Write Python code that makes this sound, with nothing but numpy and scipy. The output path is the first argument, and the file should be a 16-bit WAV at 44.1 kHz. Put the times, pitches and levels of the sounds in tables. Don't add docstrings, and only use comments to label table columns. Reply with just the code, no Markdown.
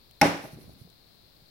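import sys
import numpy as np
from scipy import signal
from scipy.fft import rfft, irfft
from scipy.io import wavfile

SR = 44100
rng = np.random.default_rng(int(sys.argv[2]) if len(sys.argv) > 2 else 0)


def transcribe(u):
    v = np.clip(np.atleast_2d(u).T, -1, 1)
    q = np.round(v * 32767).astype(np.int16)
    wavfile.write(sys.argv[1], SR, q)


N = 66150

# start in seconds, level in dB, push on the body in dB, chatter t60 in seconds.
CLASP_SNAPS = [(0.2139, -4.5, -9, 0.0077), (.2173, -3, 0.5, .011)]
# frequency in Hz, left-right correlation.
CORRELATION = [(60, 0.47), (300, 0.34), (700, .65), (1300, -0.29), (2500, 0.0021), (5000, 0.1)]


def amp(db):
    return 10 ** (np.asarray(db) / 20)


def unit_rms(x):
    return x / np.sqrt(np.mean(x ** 2) + 1e-20)


def grid_hz():
    return np.fft.rfftfreq(2 * N, 1 / SR)


def curve(points, column=1):
    table = np.transpose(points)
    return np.interp(np.log(grid_hz() + 1), np.log(table[0] + 1), table[column])


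def stereo_gain(points):
    return amp([curve(points, 1), curve(points, 2)])


def filtered(x, response):
    return irfft(rfft(x, 2 * N) * response)[..., :N]


def min_phase(gain):
    cepstrum = irfft(np.log(gain))
    cepstrum[..., 1:N] *= 2
    cepstrum[..., N + 1:] = 0
    return np.exp(rfft(cepstrum))


def since(start_s):
    return np.maximum(np.arange(N) / SR - start_s, 0)


def envelope(t, t60_s, rise_s):
    return np.exp(-np.log(1000) * t / t60_s) * (1 - np.exp(-t / rise_s))


def mode(t, hz, t60_s, rise_s):
    return envelope(t, t60_s, rise_s) * np.sin(2 * np.pi * hz * t)


def pulse(at_s):
    return signal.unit_impulse(N, int(np.clip(round(at_s * SR), 0, N - 1)))


def noise(gain, correlation=CORRELATION):
    angle = np.arccos(np.clip(curve(correlation), -1, 1)) / 2
    mid, side = rfft(rng.standard_normal((2, 2 * N))) * [np.cos(angle), np.sin(angle)]
    return unit_rms(irfft(np.array([mid + side, mid - side]) * gain)[:, :N])


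def background():
    # frequency in Hz, left gain in dB, right gain in dB.
    spectrum = [(25.09, -1, -1.5), (90.5, -2, -1.5), (200, -8.5, -8), (600, -9, -15), (1430, -19, -18.5),
                (2850, -18, -20), (3250, -13.5, -25.5), (4200, -3, -25), (5010, -11.5, -31),
                (6300, -26, -32), (8500, -26, -28.5), (11100, -26, -23.5), (15800, -18.5, -20.5)]
    # frequency in Hz, left-right correlation.
    correlation = [(60, 0.29), (130, .55), (300, .3), (700, 0.0039)]
    return amp(-58) * noise(stereo_gain(spectrum), correlation)


def rubbing():
    # centre in seconds, level in dB, Gaussian width in seconds.
    strokes = [(0.454, -52, 0.026), (.53, -56.5, 0.016), (.62, -59, 0.033), (.71, -64, 0.026),
               (.81, -62, 0.028)]
    # time in seconds, level in dB.
    rub_levels = [(0, -65), (.35, -88), (.58, -53.5), (.72, -53), (.9, -71), (1.5, -70)]
    # frequency in Hz, gain in dB.
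    stroke_spectrum = [(300, -35), (1500, 0), (6000, -1), (8200, -4.5), (9800, 2.5), (13000, 3),
                       (16000, -1.5)]
    rub_spectrum = [(30, -4), (110, 6.5), (330, -2.5), (600, -15), (1200, -20.5), (5000, -51.5)]
    t = since(0)
    brush = sum(amp(db) * np.exp(-0.5 * ((t - at_s) / width_s) ** 2) for at_s, db, width_s in strokes)
    rub = amp(np.interp(t, *np.transpose(rub_levels)))
    return brush * noise(amp(curve(stroke_spectrum))) + rub * noise(amp(curve(rub_spectrum)))


def ring_ticks():
    # start in seconds, level in dB, left minus right in dB.
    contacts = [(0.1106, -42.5, 5), (0.734, -53, -9), (0.901, -48, 7), (1.1552, -56, -2)]
    # frequency in Hz, gain in dB.
    spectrum = [(500, -14), (1700, -9), (2700, 5), (4000, -7), (7000, -1.5), (12000, 2.5), (16000, -3)]
    out = np.zeros((2, N))
    for start_s, db, pan_db in contacts:
        gain = amp([[db + pan_db / 2], [db - pan_db / 2]])
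        out += gain * envelope(since(start_s), t60_s=0.0088, rise_s=0.00037) * noise(amp(curve(spectrum)))
    return out


def clasp():
    # frequency in Hz, gain in dB.
    spectrum = [(60, -15), (240, 2), (450, -3.5), (850, 6.5), (1200, -5.5), (2100, 5), (3500, -7.5),
                (5400, -3), (7500, -13), (10500, -13), (16000, -20.5)]
    # frequency in Hz, level in dB, t60 in seconds.
    steel_modes = [(1560, 3.5, 0.043), (2170, 0, 0.064), (2650, -1, .05), (5390, 6, .014),
                   (5960, -4.5, .018), (10300, -4, 0.013)]
    chatter_gain = amp(curve([(300, -17), (2000, -1.5)]))
    contacts, ring = np.zeros((2, N)), np.zeros(N)
    for start_s, db, _, chatter_t60_s in CLASP_SNAPS:
        t = since(start_s)
        chatter = noise(chatter_gain) * envelope(t, chatter_t60_s, rise_s=0.0002)
        chatter /= np.sqrt(np.sum(chatter ** 2) / 2)
        contacts += amp(db) * (pulse(start_s) + amp(5) * chatter)
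        for hz, mode_db, t60_s in steel_modes:
            ring += amp(db + mode_db) * mode(t, hz, t60_s, rise_s=0.0006)
    return amp(10.5) * filtered(contacts, min_phase(amp(curve(spectrum)))) + amp(-22) * ring


def bag_knock():
    # start in seconds, level in dB.
    landings = [(0.2259, -4.5), (0.2296, -0.5), (0.2563, -3)]
    # frequency in Hz, gain in dB.
    landing_spectrum = [(20, -33), (50, -16), (120, -2), (260, -0.5), (420, -3), (700, -4.5), (1100, -14.5),
                        (2500, -26), (7000, -48.5), (16000, -67.5)]
    # frequency in Hz, t60 in seconds, drive by the snaps in dB, drive by the landings in dB.
    clonk_modes = [(816, .042, -6.5, -11.5), (640.8, 0.089, -29.5, -21)]
    # frequency in Hz, level in dB, t60 in seconds.
    body_modes = [(108.2, -20, 0.49), (170.16, -5, 0.39), (201, -10, .35), (285.8, -1.5, .38),
                  (332.4, -11.5, 0.39), (386, -14, .34), (531.6, -8, 0.25), (563, -9, 0.38),
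                  (629.6, -0.5, 0.24), (830.6, -7, 0.32), (887, -10, 0.19), (1494, -14, 0.17),
                  (1954, -19.5, 0.43), (2780, -23.5, 0.59)]
    last_snap_s = CLASP_SNAPS[-1][0]
    thud = sum(amp(db) * mode(since(start_s), hz=243, t60_s=0.022, rise_s=0.0011)
               for start_s, db, _, _ in CLASP_SNAPS)
    clonk = np.zeros(N)
    for hz, t60_s, snap_db, landing_db in clonk_modes:
        drives = [(start_s, push_db + snap_db) for start_s, _, push_db, _ in CLASP_SNAPS]
        drives += [(start_s, db + landing_db) for start_s, db in landings[:2]]
        level = sum(amp(db) * envelope(since(start_s), t60_s, rise_s=0.0028) for start_s, db in drives)
        clonk += level * np.sin(2 * np.pi * hz * (since(0) - last_snap_s))
    pushes = sum(amp(db) * pulse(start_s) for start_s, db in landings)
    knocks = filtered(pushes, min_phase(amp(curve(landing_spectrum))))
    ring = sum(amp(db) * mode(since(last_snap_s), hz, t60_s, rise_s=0.0039)
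               for hz, db, t60_s in body_modes)
    return amp(-10) * thud + clonk + amp(24.5) * knocks + amp(-18) * ring


def room_tail(start_s):
    # frequency in Hz, gain in dB.
    spectrum = [(30, -28.5), (80, -5.5), (170, -6.5), (300, -1), (430, -0.5), (800, 2), (1150, -3.5),
                (2200, -9.5), (3400, -12.5), (5500, -19), (7500, -24), (10500, -29.5), (16000, -33)]
    # frequency in Hz, t60 in seconds.
    decay_times = [(100, 0.46), (300, .55), (800, 0.41), (2000, 0.53), (5000, 0.52), (10000, 0.52),
                   (16000, 0.63)]
    rise_s = 0.011
    hz, frame_s, bins = signal.stft(noise(amp(curve(spectrum))), SR, nperseg=256)
    band_hz, band_t60_s = np.transpose(decay_times)
    t60_s = np.interp(np.log(hz + 1), np.log(band_hz), band_t60_s)
    decay = np.exp(-np.log(1000) * np.maximum(frame_s - start_s, 0) / t60_s[:, None])
    return signal.istft(bins * decay, SR)[1][:, :N] * (1 - np.exp(-since(start_s) / rise_s))


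def room_answer(snaps):
    # delay in seconds, gain in dB.
    reflections = [(.0275, -22), (.0352, -19.5), (.0425, -19.5)]
    # frequency in Hz, gain in dB.
    cluster_spectrum = [(100, -10), (550, 0), (1200, -6), (2300, -5), (3500, -9), (5500, -9), (16000, -17)]
    start_s, cluster_delay_s = CLASP_SNAPS[0][0], 0.044
    taps = sum(amp(db) * pulse(delay_s) for delay_s, db in reflections)
    echoes = filtered(snaps, rfft(taps, 2 * N))
    cluster = noise(amp(curve(cluster_spectrum)))
    cluster *= envelope(since(start_s + cluster_delay_s), t60_s=0.09, rise_s=0.005)
    return echoes + amp(-28) * cluster + amp(-17.5) * room_tail(start_s)


def finger_bumps():
    # start in seconds, level in dB, pitch in Hz, t60 in seconds.
    nudges = [(.438, -41, 803, 0.067), (.439, -37.5, 312, 0.055), (.449, -40, 640, 0.052),
              (0.446, -43, 136, 0.11), (.531, -37, 130, 0.055), (0.557, -43.5, 146, 0.062),
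              (0.573, -37, 232, 0.018), (.586, -42, 272, .016), (.615, -53, 166, 0.052),
              (0.641, -51.5, 380, .025), (.678, -44.5, 102, 0.13), (.694, -42, 290, 0.012),
              (.814, -41, 123.3, 0.045), (0.849, -51, 173.5, 0.13), (.872, -51.5, 421, 0.026),
              (1.417, -53.5, 115, 0.058)]
    direct = np.zeros((2, N))
    for start_s, db, hz, t60_s in nudges:
        t = since(start_s)
        scuff_spectrum = [(hz / 8, -14), (hz / 2, 0), (hz * 1.66, -3), (hz * 5, -34), (hz * 20, -65)]
        scuff = amp(-6) * noise(amp(curve(scuff_spectrum)))
        shape = envelope(t, t60_s, rise_s=0.0021)
        direct += amp(db) * shape / shape.max() * (np.sin(2 * np.pi * hz * t) + scuff)
    reverb = filtered(direct, rfft(room_tail(0), 2 * N))
    return direct + amp(-9.5) * np.std(direct) * unit_rms(reverb)


def microphone_ports(sound):
    # frequency in Hz, left gain in dB, right gain in dB.
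    response = [(200, 0, 0), (895, -0.5, -0.5), (2376, -0.5, 4), (3050, -1, -5), (4536, 0, -8),
                (5620, 6.5, -16.5), (6586, 0, -11.5), (7950, -0.5, -0.5), (9800, -12.5, 5),
                (12500, -10.5, 1), (16000, -9, -3)]
    low_cut_hz = 30
    high_pass = 1j * grid_hz() / (low_cut_hz + 1j * grid_hz())
    return filtered(sound, min_phase(stereo_gain(response)) * high_pass)


def scene():
    snaps = clasp()
    sound = snaps + bag_knock() + room_answer(snaps) + finger_bumps() + rubbing()
    return microphone_ports(sound) + ring_ticks() + background()


def record(dry):
    top_hz = 16000
    limited = dry / (1 + np.abs(dry) ** 8) ** (1 / 8)
    return filtered(limited, 1 / np.sqrt(1 + (grid_hz() / top_hz) ** 200))


dry = scene()
out = record(dry)
transcribe(out)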